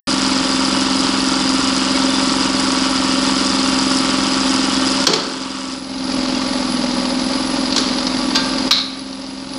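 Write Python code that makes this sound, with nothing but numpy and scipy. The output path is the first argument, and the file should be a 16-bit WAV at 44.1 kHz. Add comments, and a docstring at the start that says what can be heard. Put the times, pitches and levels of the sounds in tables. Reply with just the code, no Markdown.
"""Bobbin winder in a workshop

One mono microphone, close to the machine. Each turn of the spindle shakes the frame and rattles the
linkage; a winding head ticks on top and the motor drive whistles faintly throughout. Levers clack and
the head drops out; the bobbin changer drags the spindle for a while, until a latch knocks it off.
The hardest clacks make the recorder's gain control turn everything down for most of a second."""
import sys
import numpy as np
from scipy import signal
from scipy.fft import rfft, irfft
from scipy.io import wavfile
from scipy.ndimage import uniform_filter1d, minimum_filter1d, map_coordinates

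SR = 44100
rng = np.random.default_rng(int(sys.argv[2]) if len(sys.argv) > 2 else 0)


def digitize_waveform(pressure):
    """Quantize a signal to 16-bit integers and store it at the path in sys.argv[1].

    Rows of a 2-D input are taken as channels; values are limited to [-1, 1].
    """
    field = np.atleast_2d(pressure).T
    bounded = np.clip(field, -1, 1)
    quanta = np.round(bounded * 32767).astype(np.int16)
    wavfile.write(sys.argv[1], SR, quanta)


N = 422478
T = np.arange(N) / SR
HEAD_OFF_S, HEAD_RELEASE_S = 5.72, 0.14  # the winding head drops out
LOAD_ON_S, LOAD_ATTACK_S, LOAD_OFF_S, LOAD_RELEASE_S = 6.055, 0.027, 8.69, 0.035  # changer on and off


def amp(db):
    """Decibels to gain."""
    return 10 ** (np.asarray(db) / 20)


def unit(x):
    """Scale to rms 1."""
    return x / np.sqrt(np.mean(x ** 2) + 1e-20)


def along(points, hz):
    """Read (Hz, value) points on a log frequency axis."""
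    f, v = np.transpose(points)
    return np.interp(np.log(hz + 1), np.log(f + 1), v)


def ramp(start_s, length_s):
    """Rise from 0 to 1."""
    return np.clip((T - start_s) / length_s, 0, 1)


def wobble(rate):
    """A smooth random curve, rate knots a second."""
    return map_coordinates(rng.standard_normal(int(N * rate / SR) + 4), [T * rate])


def fade(t, t60):
    """Gain of a ring that loses 60 dB in t60 seconds."""
    return np.exp(-np.log(1000) * t / t60)


def ring(x, response):
    """Drive an impulse response with x."""
    return signal.fftconvolve(x, response)[:N]


def colour(x, points, peaks=(), size=8192):
    """Filter of energy 1 with a smooth spectrum and resonant lifts."""
    hz = np.fft.rfftfreq(size, 1 / SR)
    db = along(points, hz) + sum(lift / (1 + (2 * (hz - f) / width) ** 2) for f, width, lift in peaks)
    cepstrum = irfft(np.log(amp(np.maximum(db, -100))))
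    cepstrum[1:size // 2] *= 2  # minimum phase: nothing rings ahead of a blow
    cepstrum[size // 2 + 1:] = 0
    response = irfft(np.exp(rfft(cepstrum)))
    return ring(x, response / np.linalg.norm(response))


def mode(hz, t60, attack_s=0.0006):
    """One decaying partial."""
    t = T[:SR // 4]
    return np.sin(2 * np.pi * hz * t) * fade(t, t60) * (1 - np.exp(-t / attack_s))


def burst(t60):
    """The response of a part with many close modes, energy 1."""
    t = T[:SR // 4]
    x = rng.standard_normal(len(t)) * fade(t, t60)
    return x / np.linalg.norm(x)


def blows(turns, place, jitter_s, scatter_db, every=1):
    """One impulse at a place in every so many turns, uneven in time and size."""
    due_s = np.interp(np.arange(place, turns[-1], every), turns, T)
    timing, force = rng.standard_normal((len(due_s), 2)).T
    index = np.clip((due_s + jitter_s * timing) * SR, 0, N - 1).astype(int)
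    return np.bincount(index, amp(scatter_db * force), N)


# decay of the workshop: f/Hz, t60/s
ROOM_DECAY = [(200, 0.62), (1500, 1.3), (4500, 0.74), (10000, 0.062)]
def room_tail():
    """The workshop's reverberation, energy 1; treble dies first."""
    hz, t, spectrum = signal.stft(rng.standard_normal(SR), SR, nperseg=256)
    tail = signal.istft(spectrum * fade(t, along(ROOM_DECAY, hz)[:, None]), SR, nperseg=256)[1]
    return tail / np.linalg.norm(tail)


# spectrum of the low background: f/Hz, level/dB
RUMBLE_COLOUR = [(20, -16), (35, -16.5), (60, -1), (80, -7.5), (120, -3.5), (170, 2), (300, 9), (450, -15),
                 (1000, -17), (5000, -63)]
def rumble():
    """Steady low noise behind the machine."""
    return unit(colour(rng.standard_normal(N), RUMBLE_COLOUR))


# switching tones of the motor drive: f/Hz
WHISTLE_HZ = [9800, 9900, 10115, 10244]
# the same tones: level/dB, change under load/dB
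WHISTLE_LEVELS = [(-17, 5), (-4, -4), (-4.5, -5), (-0.5, 1)]
def whistle(load, waver_db=2.5, flutter=0.68):
    """The drive's switching tones flutter around steady pitches; load shifts their balance."""
    tones = np.zeros(N)
    for hz, (db, load_db) in zip(WHISTLE_HZ, WHISTLE_LEVELS):
        gain = amp(db + load_db * load + waver_db * wobble(20)) * (1 + flutter * wobble(240))
        drift = .45 * wobble(30) + .3 * wobble(200)
        tones += gain * np.sin(2 * np.pi * hz * T + drift)
    return unit(tones)


# spindle speed: t/s, rate/(turns/s)
SPINDLE_SPEED = [(0, 21.984), (2, 22.005), (3.3, 21.949), (4.6, 22.014), (5.7, 21.927), (6, 21.9),
                 (6.25, 21.599), (6.5, 21.712), (6.75, 20.944), (6.95, 20.99), (7.35, 21.73),
                 (7.76, 21.841), (7.9, 21.182), (8.3, 21.691), (8.68, 21.825), (8.95, 22.116)]
def spindle_turns():
    """Running count of turns; the speed sags under the changer's two heavy strokes."""
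    return np.cumsum(np.interp(T, *np.transpose(SPINDLE_SPEED))) / SR


def sway(turns):
    """The whole machine rocks at both stroke reversals."""
    return unit(np.sin(4 * np.pi * turns))


# partials of the frame: multiple of the spindle rate, level/dB
FRAME_PARTIALS = [(1, -53), (3, -33), (4, -37), (5, -23), (6, -33.5), (7, -22), (8, -52), (9, -7),
                  (10, -45), (11, -15), (12, 2), (13, -9.5), (14, -9.5), (15, -11.5), (16, -16.5),
                  (17, -39), (18, -21.5), (19, -19.5)]
def frame_hum(turns, winding, waver_db=1.0, soft_above=12):
    """The crank shakes the frame; partials crest once a turn, the upper ones softer with the head out."""
    angle = 2 * np.pi * (turns - .07)
    soften_db = -5.5 * (1 - winding)
    return sum(amp(db + (k > soft_above) * soften_db + waver_db * wobble(9.9)) * np.cos(k * angle)
               for k, db in FRAME_PARTIALS)


# rods and springs of the linkage: f/Hz, level/dB, t60/s
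ROD_MODES = [(941, -1.5, 0.17), (1140, -2.5, 0.08), (1317, -1, 0.23), (1421, -1, 0.13), (2230, -5.5, .12),
             (2780, -3.5, .12), (2910, 0, .12), (3066, -3.5, .12), (3350, -1.5, .1), (3540, 0.5, .14),
             (4280, -0.5, 0.045)]
def rods(turns):
    """Each rod is knocked once a turn at a place of its own, now lightly, now hard, and rings."""
    ringing = np.zeros(N)
    for hz, db, t60 in ROD_MODES:
        knocks = blows(turns, rng.random(), jitter_s=.001, scatter_db=5)
        ringing += amp(db) * unit(ring(knocks, mode(hz, t60)))
    return unit(ringing)


# spectrum of gear, pawl and joint clicks: f/Hz, level/dB
CLICK_COLOUR = [(500, -21), (1100, -4), (2000, -12), (3400, -4), (4400, 8), (5250, 3), (6500, -8.5),
                (10000, -48), (15000, -71)]
def gear_click(turns, light_db=-8):
    """The slow gear takes up its play once a turn, hardest every third."""
    mesh = turns + ramp(LOAD_ON_S, LOAD_ATTACK_S)  # one turn out of step as the changer engages
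    hard = blows(mesh, 2.48, jitter_s=.0003, scatter_db=1, every=3)
    light = blows(turns, .475, jitter_s=.0003, scatter_db=2)
    return unit(colour(ring(hard + amp(light_db) * light, burst(t60=.032)), CLICK_COLOUR))


# light clicks of the changer's pawl: t/s, level/dB
PAWL_CLICKS = [(7.655, -23), (7.724, -15), (7.985, -17), (8.068, -14), (8.584, -18.5), (9.22, -25),
               (9.38, -24), (9.492, -25)]
def loose_clicks(idle, slack_per_s=26, slack_db=-39):
    """The pawl clicks now and then, and slack joints tick at random while nothing loads them."""
    pawl = sum(amp(db) * (T >= s) * fade(np.abs(T - s), t60=.055) for s, db in PAWL_CLICKS)
    strikes = (rng.random(N) < slack_per_s / SR) * rng.uniform(0.34, 1, N)
    slack = amp(slack_db) * idle * unit(ring(strikes, fade(T[:SR // 4], t60=.018)))
    return colour((pawl + slack) * rng.standard_normal(N), CLICK_COLOUR)


# resonances of the casing and guide: f/Hz, width/Hz, lift/dB
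CASING = [(554, 51, 3.5), (825, 51, 2.5), (980, 80, 3.5), (1143, 21, 7), (1555, 380, 6.5), (1838, 130, 7),
          (2140, 73, 3), (4905, 110, 8.5), (5220, 140, 2)]
def rattle(turns, spectrum, swing_db, slide, jitter_s, joints=22):
    """Joints knock at their own places in each turn, over sliding noise; both peak at the reversals."""
    places = (np.arange(joints) + rng.random(joints)) / joints
    knocks = unit(sum(ring(blows(turns, p, jitter_s, scatter_db=3), burst(t60=.043)) for p in places))
    sliding = rng.standard_normal(N) * amp(1.83 * wobble(350))
    stroke = amp(swing_db * np.cos(4 * np.pi * (turns - .5)))
    return unit(colour(stroke * (knocks + slide * sliding), spectrum, CASING))


# spectrum of the drive's joints: f/Hz, level/dB
DRIVE_COLOUR = [(220, -41.5), (380, -5.5), (470, -10.5), (558, -2), (708, -11.5), (841, -6), (1070, -12),
                (1160, -8), (1720, -22), (2150, -14), (3120, -13), (4770, -8), (6550, -20.5), (8100, -23.5),
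                (9000, -34.5), (11700, -80), (19800, -120)]
def drive_rattle(turns):
    """The drive rattles loosely, with about as much sliding as knocking."""
    return rattle(turns, DRIVE_COLOUR, swing_db=1.5, slide=.99, jitter_s=.0002)


# spectrum of the rubbing cam: f/Hz, level/dB
CAM_COLOUR = [(130, -37), (220, -17), (320, -17), (420, -15), (560, -5), (700, -16.5), (870, -9),
              (1020, -11), (1150, -4.5), (1600, -20), (5000, -49)]
def cam_growl(turns, swing_db=4.5):
    """The changer's loaded cam rubs on its follower, hardest once a turn."""
    pressure = amp(swing_db * np.cos(2 * np.pi * (turns - .5)))
    return unit(colour(pressure * rng.standard_normal(N), CAM_COLOUR, CASING))


# swells in each loaded turn: place/turns, half width/turns, level/dB
THUMP_SWELLS = [(.02, 0.12, 0), (.39, 0.11, -2), (.78, .16, -11)]
def spindle_thump(turns, uneven_db=1.0, drift_rad=0.31, multiple=12):
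    """Under load each stroke shakes the frame near its main resonance; the return stroke is weaker."""
    swells = np.zeros(N)
    for place, width, db in THUMP_SWELLS:
        offset = (turns - place + .5) % 1 - .5
        swells += amp(db + uneven_db * wobble(22)) * np.exp(-(offset / width) ** 2)
    return unit(swells * np.cos(2 * np.pi * multiple * turns + drift_rad * wobble(45)))


# spectrum of the winding head's joints: f/Hz, level/dB
HEAD_COLOUR = [(220, -32.5), (380, -9.5), (457, -7.5), (558, 1), (699, -11), (852, 0), (1050, -1.5),
               (1340, 1), (1670, -11.5), (3080, -0.5), (3960, -5), (4960, -5), (5970, -26), (7280, -14),
               (9000, -15.5), (11700, -79), (19800, -120)]
def head_rattle(turns):
    """The winding head rattles tightly, with more knocking than sliding."""
    return rattle(turns, HEAD_COLOUR, swing_db=.5, slide=.5, jitter_s=.00006)


# contacts of the head in each turn: place/turns, level/dB, ping over click/dB
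HEAD_CONTACTS = [(.125, 7.5, 2), (.285, 7.5, 1.5), (.65, 1.5, 2), (.805, 6.5, .5), (.97, 3.5, -3)]
# spectrum of a contact's click: f/Hz, level/dB
TICK_COLOUR = [(1500, -61), (3800, -15), (5200, 4.5), (6000, 0.5), (7200, 1.5), (8700, -3), (9400, -18.5),
               (11000, -59), (15000, -64)]
# modes of the head's steel guide: f/Hz, level/dB, t60/s
GUIDE_MODES = [(4850, -2, .035), (4930, -1, .04), (5230, 0, .026), (5370, -3, .025)]
def head_ticks(turns, accent_db=0.5, accent_turns=3, room_db=-11.5):
    """Each turn a quick run of contacts pings the head's steel guide, with a little room behind it."""
    ticks = np.zeros(N)
    for order, (place, db, ping_db) in enumerate(HEAD_CONTACTS):
        accent = amp(db + accent_db * np.cos(2 * np.pi * (turns + order) / accent_turns))
        train = accent * blows(turns, place, jitter_s=.0001, scatter_db=2.5)
        click = colour(ring(train, burst(t60=.016)), TICK_COLOUR)
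        ping = sum(ring(train * amp(level + 3 * wobble(22)), mode(hz, t60))
                   for hz, level, t60 in GUIDE_MODES)
        ticks += click + amp(ping_db) * click.std() * unit(ping)
    return unit(ticks + amp(room_db) * ring(ticks, room_tail()))


# modes of the changer's arm: f/Hz, level/dB, t60/s
ARM_MODES = [(895, -3, 0.83), (1190, -1.5, .5), (1584, -2, 0.93), (2810, -7, .35), (3320, -6, .4),
             (3537, 1, .5), (3700, -3, .5), (4130, 3, .5), (4660, 9.5, 0.26)]
def arm_ring(lands_s=8.351):
    """The changer's arm lands and rings freely."""
    t = np.maximum(T - lands_s, 0)
    return sum(amp(db) * fade(t, t60) * np.sin(2 * np.pi * hz * t) for hz, db, t60 in ARM_MODES)


# lever blows: t/s, contact/s, crack/dB, chatter/dB, frame knock/dB
LEVER_BLOWS = [(5.068, 0.0057, -0.5, -12, -5.5), (5.134, .005, -2, -25, -13.5),
               (5.159, 0.0018, -16, -28, -24), (7.762, .0026, -11, -24.5, -25),
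               (7.78, 0.0029, -12.5, -25, -38), (8.356, 0.0063, -12, -29.5, -32.5)]
# spectrum of the crack and chatter: f/Hz, level/dB
CRACK_COLOUR = [(300, -20), (750, -11), (1150, -1), (1900, -8), (2800, -4.5), (4200, 1.5), (5500, -2),
                (7000, -8), (9000, -19.5), (15000, -74.5)]
# resonances of the levers: f/Hz, width/Hz, lift/dB
LEVER_PEAKS = [(1520, 140, 1), (2210, 140, 4.5), (3500, 300, 1), (4580, 300, 4.5), (5300, 120, 3.5),
               (5780, 160, 3)]
# spectrum of the knock in the frame: f/Hz, level/dB
KNOCK_COLOUR = [(60, -59), (120, -21.5), (170, 2.5), (260, -9.5), (350, 5.5), (460, 2), (650, -7.5),
                (1100, -6.5), (2000, -18), (5000, -59)]
def lever_clacks():
    """A lever slams on its stop: a crack, dying chatter in its steel and a knock in the frame."""
    out, t = np.zeros(N + SR), T[:SR]
    for s, contact_s, crack_db, chatter_db, knock_db in LEVER_BLOWS:
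        steel_noise, frame_noise = rng.standard_normal((2, SR))
        crack = amp(crack_db) * fade(np.maximum(t - contact_s, 0), t60=.027)
        chatter = amp(chatter_db) * fade(t, t60=.62)
        steel = colour(steel_noise * (crack + chatter), CRACK_COLOUR, LEVER_PEAKS)[:SR]
        knock = colour(frame_noise * fade(t, t60=.43), KNOCK_COLOUR)[:SR]
        out[round(s * SR):][:SR] += steel + amp(knock_db) * knock
    return out[:N]


# resonances of the latch: f/Hz, width/Hz, lift/dB
LATCH_PEAKS = [(1150, 150, 4), (1600, 130, 5), (2210, 170, 7), (3790, 140, 4), (3980, 120, 4.5),
               (4150, 110, 4.5), (4450, 150, 3), (5160, 130, 5)]
# spectrum of its blow: f/Hz, level/dB
LATCH_COLOUR = [(300, -26), (850, -15), (1130, 0), (1400, -5.5), (2700, -5.5), (3500, -1.5), (4200, -3),
                (4850, -2), (5600, 0), (6600, -13), (9000, -21), (15000, -58)]
# spectrum of its rebounds, strongest near 4 kHz: f/Hz, level/dB
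REBOUND_COLOUR = [(300, -26), (900, -18), (2800, -18), (3450, -11), (3850, 1), (4200, 0), (4700, -8),
                  (5300, -13), (6000, -19), (9000, -38), (15000, -80)]
def latch_clank(hits_s=8.709, contact_s=.0066, blow_db=1.5, taps_per_s=790, hold_s=.073, rebound_db=-5):
    """The latch that knocks the changer off hits its stop hard, then rebounds in a dying rattle."""
    t, struck = T - hits_s, T >= hits_s
    contact = struck * fade(np.maximum(t - contact_s, 0), t60=.036)
    blow = colour(contact * rng.standard_normal(N), LATCH_COLOUR, LATCH_PEAKS)
    taps = unit(np.sign(rng.standard_normal(N)) * (rng.random(N) < taps_per_s / SR))
    settling = struck * fade(np.maximum(t - hold_s, 0), t60=.26)
    rebounds = colour(taps * settling, REBOUND_COLOUR, LATCH_PEAKS)
    return amp(blow_db) * blow + amp(rebound_db) * rebounds


def scene(lever_room_db=-8, latch_room_db=-13):
    """The machine from close by, mostly direct sound; one microphone feeds both channels."""
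    winding = 1 - ramp(HEAD_OFF_S, HEAD_RELEASE_S)
    load = ramp(LOAD_ON_S, LOAD_ATTACK_S) - ramp(LOAD_OFF_S, LOAD_RELEASE_S)
    turns = spindle_turns()
    whir = amp(-21 + 1.3 * winding - 16 * load) * frame_hum(turns, winding)
    whir += amp(-44) * sway(turns) + amp(-30) * rumble()
    whir += amp(-25 + 1.42 * load) * drive_rattle(turns)
    whir += amp(-23) * winding * head_rattle(turns)
    tick_gain = winding + amp(-15.5) * (1 - winding)  # the idle head still ticks faintly
    whir += amp(-25.5) * tick_gain * head_ticks(turns)
    whir += amp(-36 + 3 * winding - load) * gear_click(turns)
    whir += load * (amp(-22) * spindle_thump(turns) + amp(-37.5) * cam_growl(turns))
    whir += amp(-38.5 + 7.5 * winding) * rods(turns)
    whir += loose_clicks(idle=1 - winding - load)
    whir += amp(-39) * whistle(load)
    levers, latch = lever_clacks(), latch_clank()
    room = ring(amp(lever_room_db) * levers + amp(latch_room_db) * latch, room_tail())
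    return np.tile(whir + room + amp(-22.5) * arm_ring() + levers + latch, (2, 1))


def gain_control(x, limit_db=-6.5, ahead_s=.017, hold_s=.75, recover_db_per_s=27, window=353):
    """The recorder turns down just ahead of a blow over its rms limit, holds, then recovers steadily."""
    level_db = 10 * np.log10(np.abs(uniform_filter1d(x[0] ** 2, window)) + 1e-12)
    needed_db = np.minimum(limit_db - level_db, 0)
    hold, ahead = int(hold_s * SR), int(ahead_s * SR)
    held_db = minimum_filter1d(needed_db, hold + ahead, origin=(hold - ahead) // 2, mode="constant")
    climb_db = recover_db_per_s * T
    gain_db = np.minimum.accumulate(held_db - climb_db) + climb_db
    return x * amp(uniform_filter1d(gain_db, window))


def record(dry, start_s=.072, top_hz=15300):
    """Sound starts after a moment; the loudest clacks duck the gain and saturate; the top is cut off."""
    ducked = gain_control(dry)
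    saturated = ducked / (1 + ducked ** 4) ** (1 / 4)
    passband = np.fft.rfftfreq(N, 1 / SR) < top_hz
    return irfft(rfft(saturated * (T > start_s)) * passband, N)


dry = scene()
out = record(dry)
digitize_waveform(out)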